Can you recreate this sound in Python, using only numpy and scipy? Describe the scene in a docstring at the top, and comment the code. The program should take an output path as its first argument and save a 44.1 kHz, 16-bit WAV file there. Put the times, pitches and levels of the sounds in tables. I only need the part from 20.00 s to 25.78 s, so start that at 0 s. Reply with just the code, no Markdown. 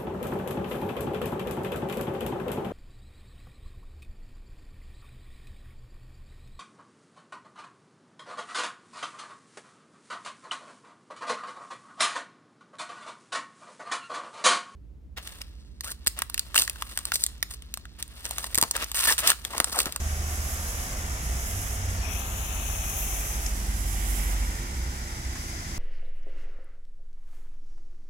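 """Tyres roar and throw hissing spray on a rain-wet highway as cars pass, their engines droning by.
A tow truck idles on the shoulder, its diesel throbbing at 30 Hz over a deep traffic rumble.
The phone moves from behind a guard-rail post to a car's flank. Cavities in the hand around it colour
the left port and retune as the grip shifts; a finger clicks and knocks on the case."""
import sys
import numpy as np
from scipy import signal
from scipy.fft import rfft, irfft
from scipy.io import wavfile
from scipy.ndimage import uniform_filter1d

SR = 44100
rng = np.random.default_rng(int(sys.argv[2]) if len(sys.argv) > 2 else 0)


def persist_wave(psi):
    """Save psi, clipped to +-1, as 16-bit WAV."""
    counts = np.round(np.clip(psi, -1, 1) * 32767).astype(np.int16)
    wavfile.write(sys.argv[1], SR, np.atleast_2d(counts).T)


N = 254898
TIME = np.arange(N) / SR
FRAME = 1024
BIN_HZ = np.arange(FRAME // 2 + 1)[:, None] * SR / FRAME + 1e-3


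def wet_road(flutter_db=0.97, shade_db_per_db=0.096, hiss_dip_db=-3.5):
    """Tyre roar and spray; the phone's body shades the left port from near spray."""
    t, _ = short_spectra(TIME)
    spray_db, roar_db, sizzle_db = traffic(t)
    spray_db = spray_db + flutter_db * np.interp(t, TIME, walk(14))
    roar = tyre_roar(t, roar_db, sizzle_db) * road_noise(t, grain_db=1.0)
    hiss = spray(spray_db) * road_noise(t, grain_db=0.74)
    left, right = asphalt_echo(t) * (roar + hiss)
    treble = np.interp(BIN_HZ, [3000, 5000], [0, 1])
    shade = undb(-shade_db_per_db * spray_db * treble * (1 - cupping(t)))
    # The right channel's hiss dulls around 5 kHz from 2 to 3.5 s.
    hiss_dip = undb(hiss_dip_db * covering(t) * resonance(BIN_HZ, 5000, 1300))
    return signal.istft(np.array([left * shade * hand(t), right * hiss_dip]), SR)[1][:, :N]


# Passing cars: nearest_s, spray_gain_db, roar_gain_db, sizzle_gain_db, sizzle_hz, approach_s, retreat_s
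CARS = [(0.62, 2.5, -7, 0.5, 4600, 0.38, 0.25), (1.55, 3, -18, -4, 3000, 0.2, 0.2),
        (3.17, 4, -7.5, -3.5, 2750, 0.33, 0.25), (4.14, 6.5, -1, 4, 2970, 0.21, 0.15),
        (5.39, -9, -20, 9, 7640, 0.039, 0.14)]

def traffic(t, roar_lag_s=0.15, linger=1.6, sizzle_width_hz=1760):
    """Spray, roar and sizzle gains in dB; tyres are loudest from behind and outlast their spray."""
    spray_power, roar_power, sizzle_power = undb([-8, -2, -1.5]) ** 2  # far traffic
    for at, spray_db, roar_db, sizzle_db, sizzle_hz, approach, retreat in CARS:
        spray_power += undb(spray_db) ** 2 * swell(t, at, approach, retreat)
        roar_power += undb(roar_db) ** 2 * swell(t, at + roar_lag_s, approach, retreat * linger)
        tread = undb(sizzle_db) ** 2 * resonance(BIN_HZ, sizzle_hz, sizzle_width_hz)
        sizzle_power = sizzle_power + tread * swell(t, at, approach, retreat * linger)
    return [10 * np.log10(power) for power in (spray_power, roar_power, sizzle_power)]


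def swell(t, at, approach_s, retreat_s):
    """Tyre noise power of one pass, 1 at its peak."""
    return resonance(t, at, 2 * np.where(t < at, approach_s, retreat_s))


# Base roar spectra, behind the post and beside the car: freq_hz, density_db
ROAR_BEHIND = [(100, -77.5), (300, -74.5), (420, -77.5), (560, -74.5), (690, -70.5), (770, -72.5),
               (870, -74), (1130, -72.5), (1700, -74.5), (2300, -77.5), (3300, -80.5), (4500, -87.5),
               (8000, -100)]
ROAR_BESIDE = [(100, -99), (190, -68.5), (280, -70.5), (420, -81.5), (540, -77.5), (840, -72),
               (1220, -76.5), (1480, -75), (1720, -78), (2060, -76.5), (2600, -81), (3400, -81),
               (4500, -85.5), (5200, -82), (6300, -92), (8000, -100)]

def tyre_roar(t, roar_db, sizzle_db):
    """Spectrum of rolling tyres: roar below, tread sizzle above."""
    beside = beside_car(t)
    colour = tone(ROAR_BEHIND, BIN_HZ) ** (1 - beside) * tone(ROAR_BESIDE, BIN_HZ) ** beside
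    tread = np.interp(BIN_HZ, [1400, 3100], [0, 1])
    return colour * undb((1 - tread) * roar_db + tread * sizzle_db)


# Base spray spectrum: freq_hz, density_db
SPRAY_SPECTRUM = [(3500, -105), (4700, -92), (5300, -81.5), (6400, -77), (7800, -73.5), (8900, -79),
                  (10200, -75.5), (12100, -77), (12600, -84.5), (15600, -87)]

def spray(near_db):
    """Spectrum of flung water; the nearer the cloud, the more of its top survives the air."""
    reach = np.clip((BIN_HZ - 3500) / 7500, 0.1, 1.25)
    return tone(SPRAY_SPECTRUM, BIN_HZ) * undb(reach * near_db)


def road_noise(t, grain_db, alike_hz=900):
    """Grainy noise spectra at both ports; only the lows are alike, and they reach the left later."""
    noises = (rng.standard_normal(N) * undb(grain_db * walk(310)) for _ in range(2))
    right, unshared = (short_spectra(noise)[1] for noise in noises)
    alike = 1 / np.sqrt(1 + (BIN_HZ / alike_hz) ** 2)
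    lag_s = np.interp(t, [2.5, 5], [0.32, 0.47]) / 1000
    left = alike * np.exp(-2j * np.pi * BIN_HZ * lag_s) * right + np.sqrt(1 - alike ** 2) * unshared
    return np.array([left, right])


def asphalt_echo(t, depth_db=1.5, delay_ms=2.4, drift=0.114):
    """An echo off the wet asphalt combs the hiss; the comb slides as the cars move."""
    lag_s = delay_ms / 1000 * (1 + drift * np.interp(t, TIME, walk(0.95)))
    return undb(depth_db * np.cos(2 * np.pi * BIN_HZ * lag_s))


# Diesel orders: firing_multiple, level_db
IDLE_ORDERS = [(1, -41), (1.5, -52.5), (2, -39.5), (2.5, -48), (3, -47.5), (4, -55.5), (4.5, -58), (5, -56),
               (7, -62)]
# Machinery hums: pitch_hz, behind_post_db, beside_car_db
MACHINE_HUMS = [(203, -57, -65), (248, -56.5, -57.5), (343.6, -64, -54.5), (420.7, -61.5, -62.5)]

def tow_truck(firing_hz=30.0, wander=0.002, uneven_db=1.5, waver_db=1.5):
    """A governed diesel idles: orders locked to the firings, half orders from unequal cylinders."""
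    firings = np.cumsum(firing_hz * (1 + wander * walk(4.1))) / SR
    beside = beside_car(TIME)
    out = np.zeros(N)
    for order, db in IDLE_ORDERS:
        level = undb(db + uneven_db * np.log2(order) * walk(7))
        out += np.sqrt(2) * level * np.sin(2 * np.pi * order * firings)
    for hz, behind_db, beside_db in MACHINE_HUMS:
        level_db = behind_db + (beside_db - behind_db) * beside + waver_db * walk(5.4)
        out += partial(hz * firings / firing_hz, level_db)
    return out


# Passing engines: nearest_s, firing_hz, doppler_share, level_db, approach_s, retreat_s
ENGINES = [(0.1, 75.8, 0.015, -30, 0.34, 0.2), (0.8, 74.7, 0.0038, -37, 0.07, 0.4),
           (1.3, 60.6, 0.0074, -33.5, 0.19, 0.078), (1.53, 95, 0.01, -34, 0.02, 0.11),
           (1.82, 91.5, 0.0251, -30.5, 0.022, 0.12), (3.7, 208, 0.02, -44, 0.045, 0.063),
           (4.45, 47.11, 0.01197, -25.3, 0.57, 0.028), (4.6, 180.2, 0.036, -49, 0.1, 0.05),
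           (4.88, 61.5, 0.01, -34, 0.27, 0.06)]

def passing_engine(at, firing_hz, doppler, level_db, approach_s, retreat_s, turn_s=0.36):
    """An exhaust drone swells with inverse distance and sinks in pitch as it goes by."""
    hz = firing_hz * (1 - doppler * np.tanh((TIME - at) / turn_s))
    cycles = np.cumsum(hz * (1 + 0.0038 * walk(5.7))) / SR
    db = level_db + 0.24 * walk(6.0)
    drone = partial(cycles, db) + partial(2 * cycles, db - 25) + partial(3 * cycles, db - 25) / 2
    distance = np.hypot(1, (TIME - at) / np.where(TIME < at, approach_s, retreat_s))
    return drone / distance


CUP_AT_S, CUP_CLOSE_S, KNOCK_AT_S = 2.013, 0.053, 5.355

def hand(t):
    """Left port response: cavities ring, and sound creeping round the hand cancels in a notch."""
    cup, beside = cupping(t), beside_car(t)
    gap_open = t > KNOCK_AT_S  # the finger leaves a gap that rings and admits treble
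    gap_db = 4.5 * gap_open * resonance(BIN_HZ, 7600, 1100)
    treble_db = np.interp(beside, [0, 1], [-1.6, -7]) + 4.5 * covering(t) + 2.5 * gap_open
    tilt_db = treble_db * np.minimum(BIN_HZ / 11000, 1)
    tight = bell(t, 2.24, 0.38)  # the tightest grip partly fills the notch
    depth_db = np.interp(beside, [0, 1], [-20.5, -29]) + cup * (2 + 7 * tight)
    notch_db = depth_db * resonance(BIN_HZ, 8250, 1700)
    # Phase leads below the first cavity peak.
    lead_rad = np.interp(cup, [0, 1], [0.64, 0.87]) * bell(BIN_HZ, 1060, 1570)
    return undb(left_colour(t) + seal_whistle(t) + gap_db + notch_db + tilt_db) * np.exp(1j * lead_rad)


# Peaks and dips that colour the left hiss: centre_hz, width_hz, base_gain_db
FLAT_COLOUR = [(987, 300, -5.5), (2130, 590, 5.5), (5250, 700, 8.5), (6710, 1850, 9), (10700, 3100, -6.5),
               (14100, 3400, -2)]
CUPPED_COLOUR = [(2560, 610, 9), (3600, 1100, 5.5), (4770, 500, -3), (6370, 1340, 11.5), (10250, 1000, 5.5),
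                 (11660, 1260, -11), (13600, 3000, 10.5)]  # with a slight dip near 4.8 kHz
# Hollow of the hand: time_s, tuning_ratio, cupped_ring_factor
GRIP = [(0, 0.95, 1), (1.9, 0.97, 1.04), (2.04, 0.84, 0.72), (2.16, 0.96, 1.0), (2.28, 1.08, 0.61),
        (2.5, 1.03, 0.95), (2.85, 0.995, 0.98), (3.1, 0.99, 1.15), (3.35, 0.94, 1.0), (3.58, 0.89, 0.92),
        (4.2, 0.97, 0.91), (5.1, 0.92, 1.2)]

def left_colour(t, ring_beside=0.41):
    """Peaks and dips in dB; the low ones retune with the grip and grow stronger by the car."""
    grip_s, *columns = np.transpose(GRIP)
    tuning, ring = (np.interp(t, grip_s, column) for column in columns)
    tuned_hz = BIN_HZ / tuning ** np.clip((10000 - BIN_HZ) / 3000, 0, 1)
    flat_db = sum(db * resonance(tuned_hz, hz, width) for hz, width, db in FLAT_COLOUR)
    cupped_db = sum(db * resonance(tuned_hz, hz, width) for hz, width, db in CUPPED_COLOUR)
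    close = np.interp(t, [3.9, 4.15], [0, 1])
    flat_db *= 1 + ring_beside * close * np.interp(BIN_HZ, [2500, 4000], [1, 0])
    cup = cupping(t)
    return (1 - cup) * flat_db + cup * ring * cupped_db


def seal_whistle(t, start_hz=2390, rise_hz_per_s=1900, seal_s=0.017):
    """Boost in dB of two cavities that whistle upwards as the hand seals, fading as the seal leaks."""
    since = np.maximum(t - CUP_AT_S, 0)
    seal = np.minimum(since / seal_s, 1) * bell(since, 0, 0.19)
    hz = start_hz + rise_hz_per_s * since
    return seal * (15 * resonance(BIN_HZ, hz, 260) + 4.5 * resonance(BIN_HZ, 2.3 * hz, 500))


def covering(t, let_go_at_s=3.49, release_s=0.05):
    """Hand over the port, 0-1: a quick close, a quick release."""
    closed = np.clip((t - CUP_AT_S) / CUP_CLOSE_S, 0, 1)
    return closed * np.clip(1 - (t - let_go_at_s) / release_s, 0, 1)


def cupping(t, hold_s=0.52, loosen_per_s=0.81):
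    """Cup of the covering hand, 0-1: a hold, then a slow loosening."""
    return covering(t) * np.clip(1 - loosen_per_s * (t - CUP_AT_S - CUP_CLOSE_S - hold_s), 0, 1)


def beside_car(t):
    """Phone position, from behind the post (0) to the car's flank (1)."""
    return np.interp(t, [2.9, 3.8], [0, 1])


# Case modes: pitch_hz, base_peak_db, t60_s
CLICK_MODES = [(2300, -42, 0.002), (5350, -30.5, 0.0042), (6650, -30, 0.0036), (10900, -39, 0.001)]
KNOCK_MODES = [(1170, -42.5, 0.009), (1600, -43, 0.007), (6800, -38, 0.003)]
# Finger clicks: start_s, gain_db
CLICKS = [(3.4614, -1), (3.464, 1.5)]

def finger_taps():
    """A finger clicks twice on the case as the hand lets go, and later knocks it softly."""
    clicks = sum(undb(db) * tap(at, CLICK_MODES, contact_s=0.0017, pan_db=13.5) for at, db in CLICKS)
    return clicks + tap(KNOCK_AT_S, KNOCK_MODES, contact_s=0.0079, pan_db=0)


def tap(at, modes, contact_s, pan_db):
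    """A short scuffing contact sets the case's modes ringing."""
    t = np.arange(4096) / SR
    contact = rng.standard_normal(len(t)) * np.exp(-t / contact_s)
    out, start = np.zeros(N), int(at * SR)
    for hz, db, t60 in modes:
        mode = t * np.sin(2 * np.pi * hz * t) * np.exp(-np.log(1000) * t / t60)
        ring = signal.fftconvolve(contact, mode)[:len(t)]
        out[start:start + len(t)] += undb(db) * ring / np.abs(ring).max()
    return out * pan(pan_db)


# Bright swishes: peak_s, level_db, centre_hz, width_hz, half_width_s, left_minus_right_db
SWISHES = [(0.507, -46, 12400, 4530, 0.032, -9), (2.176, -48, 12300, 4500, 0.07, 14),
           (2.38, -46, 12700, 3520, 0.17, 5), (3.012, -37, 13200, 4200, 0.04, -3),
           (3.023, -45, 13400, 3400, 0.1, 9)]

def swishes(size=32768):
    """Brief swells of bright hiss, each with its own colour and side."""
    out, hz = np.zeros((2, N)), np.arange(size // 2 + 1) * SR / size
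    for at, db, centre_hz, width_hz, half_width_s, pan_db in SWISHES:
        span = int(at * SR) - size // 2 + np.arange(size)
        burst = irfft(rfft(rng.standard_normal((2, size))) * bell(hz, centre_hz, width_hz))
        envelope = undb(db) * bell(TIME[span], at, 2 * half_width_s)
        out[:, span] += burst / burst.std() * envelope * pan(pan_db)
    return out


# Tread-block notes of far tyres: pitch_hz, base_level_db
TREAD_NOTES = [(655, -59), (692, -57.5), (742, -57)]

def tread_hum(drift=0.00699, jitter=0.02, waver_db=2.5, swell_db=2):
    """Tread blocks sing unsteadily and swell as a car nears; the car's flank then screens them."""
    notes = np.zeros(N)
    for hz, db in TREAD_NOTES:
        cycles = np.cumsum(hz * (1 + drift * walk(1.5) + jitter * walk(30))) / SR
        notes += partial(cycles, db + waver_db * walk(9))
    return notes * undb(swell_db * bell(TIME, 2.6, 1.2)) * np.sqrt(1 - beside_car(TIME))


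# Base rumble spectrum: freq_hz, density_db
RUMBLE_SPECTRUM = [(20, -83), (38, -60), (52, -52.5), (65, -48.5), (82, -56.5), (105, -63.5), (160, -67),
                   (270, -75), (400, -84), (700, -95.5)]

def rumble(gain_db=-1.5, wake_db=3, wake_lag_s=0.56, wake_s=0.44):
    """Deep roll of traffic and moving air; it swells as each car's wake reaches the verge."""
    hz = np.arange(1, N // 2 + 2) * SR / N
    wakes = sum(bell(TIME, at + wake_lag_s, wake_s) for at, *_ in CARS)
    roll = irfft(rfft(rng.standard_normal(N)) * tone(RUMBLE_SPECTRUM, hz), N)
    return roll * undb(gain_db + wake_db * wakes)


def undb(db):
    """Decibels to gain."""
    return 10 ** (np.asarray(db) / 20)


def pan(db):
    """Left and right gains, db apart."""
    return undb(np.array([[db], [-db]]) / 2)


def tone(points, hz):
    """Gain that gives white noise this spectrum."""
    points_hz, db = np.transpose(points)
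    return undb(np.interp(np.log(hz), np.log(points_hz), db)) * np.sqrt(SR / 2)


def bell(x, centre, width):
    """Gaussian peak; width is the full width at half height."""
    return 2 ** (-(2 * (x - centre) / width) ** 2)


def resonance(x, centre, width):
    """Peak with long skirts; width is the full width at half height."""
    return 1 / (1 + (np.sqrt(2) - 1) * (2 * (x - centre) / width) ** 2) ** 2


def walk(rate_hz):
    """Smooth random drift with a spread of 1."""
    count = int(8 * rate_hz * N / SR) + 8
    drift = uniform_filter1d(uniform_filter1d(rng.standard_normal(count), size=3), size=3)
    return np.interp(TIME, np.linspace(0, N / SR, count), (drift - drift.mean()) / drift.std())


def partial(cycles, rms_db):
    """A sine that follows a count of cycles from a random phase."""
    return np.sqrt(2) * undb(rms_db) * np.sin(2 * np.pi * (cycles + rng.random()))


def short_spectra(x):
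    """Frame times and short-time spectra."""
    return signal.stft(x, SR, nperseg=FRAME)[1:]


def scene(bass_left_db=-1.95, bass_right_db=-0.44, bass_lag_ms=0.296):
    """Road hiss over the engines, whose long waves are alike at both ports, later on the left."""
    bass = rumble() + tow_truck() + tread_hum() + sum(passing_engine(*row) for row in ENGINES)
    late_bass = np.interp(TIME - bass_lag_ms / 1000, TIME, bass)
    stereo_bass = np.array([late_bass * undb(bass_left_db), bass * undb(bass_right_db)])
    return finger_taps() + wet_road() + swishes() + stereo_bass


def record(dry):
    """The phone cuts steeply above 15.8 kHz."""
    return signal.sosfilt(signal.ellip(12, 0.1, 90, 15800, fs=SR, output="sos"), dry)


dry = scene()
out = record(dry)
persist_wave(out)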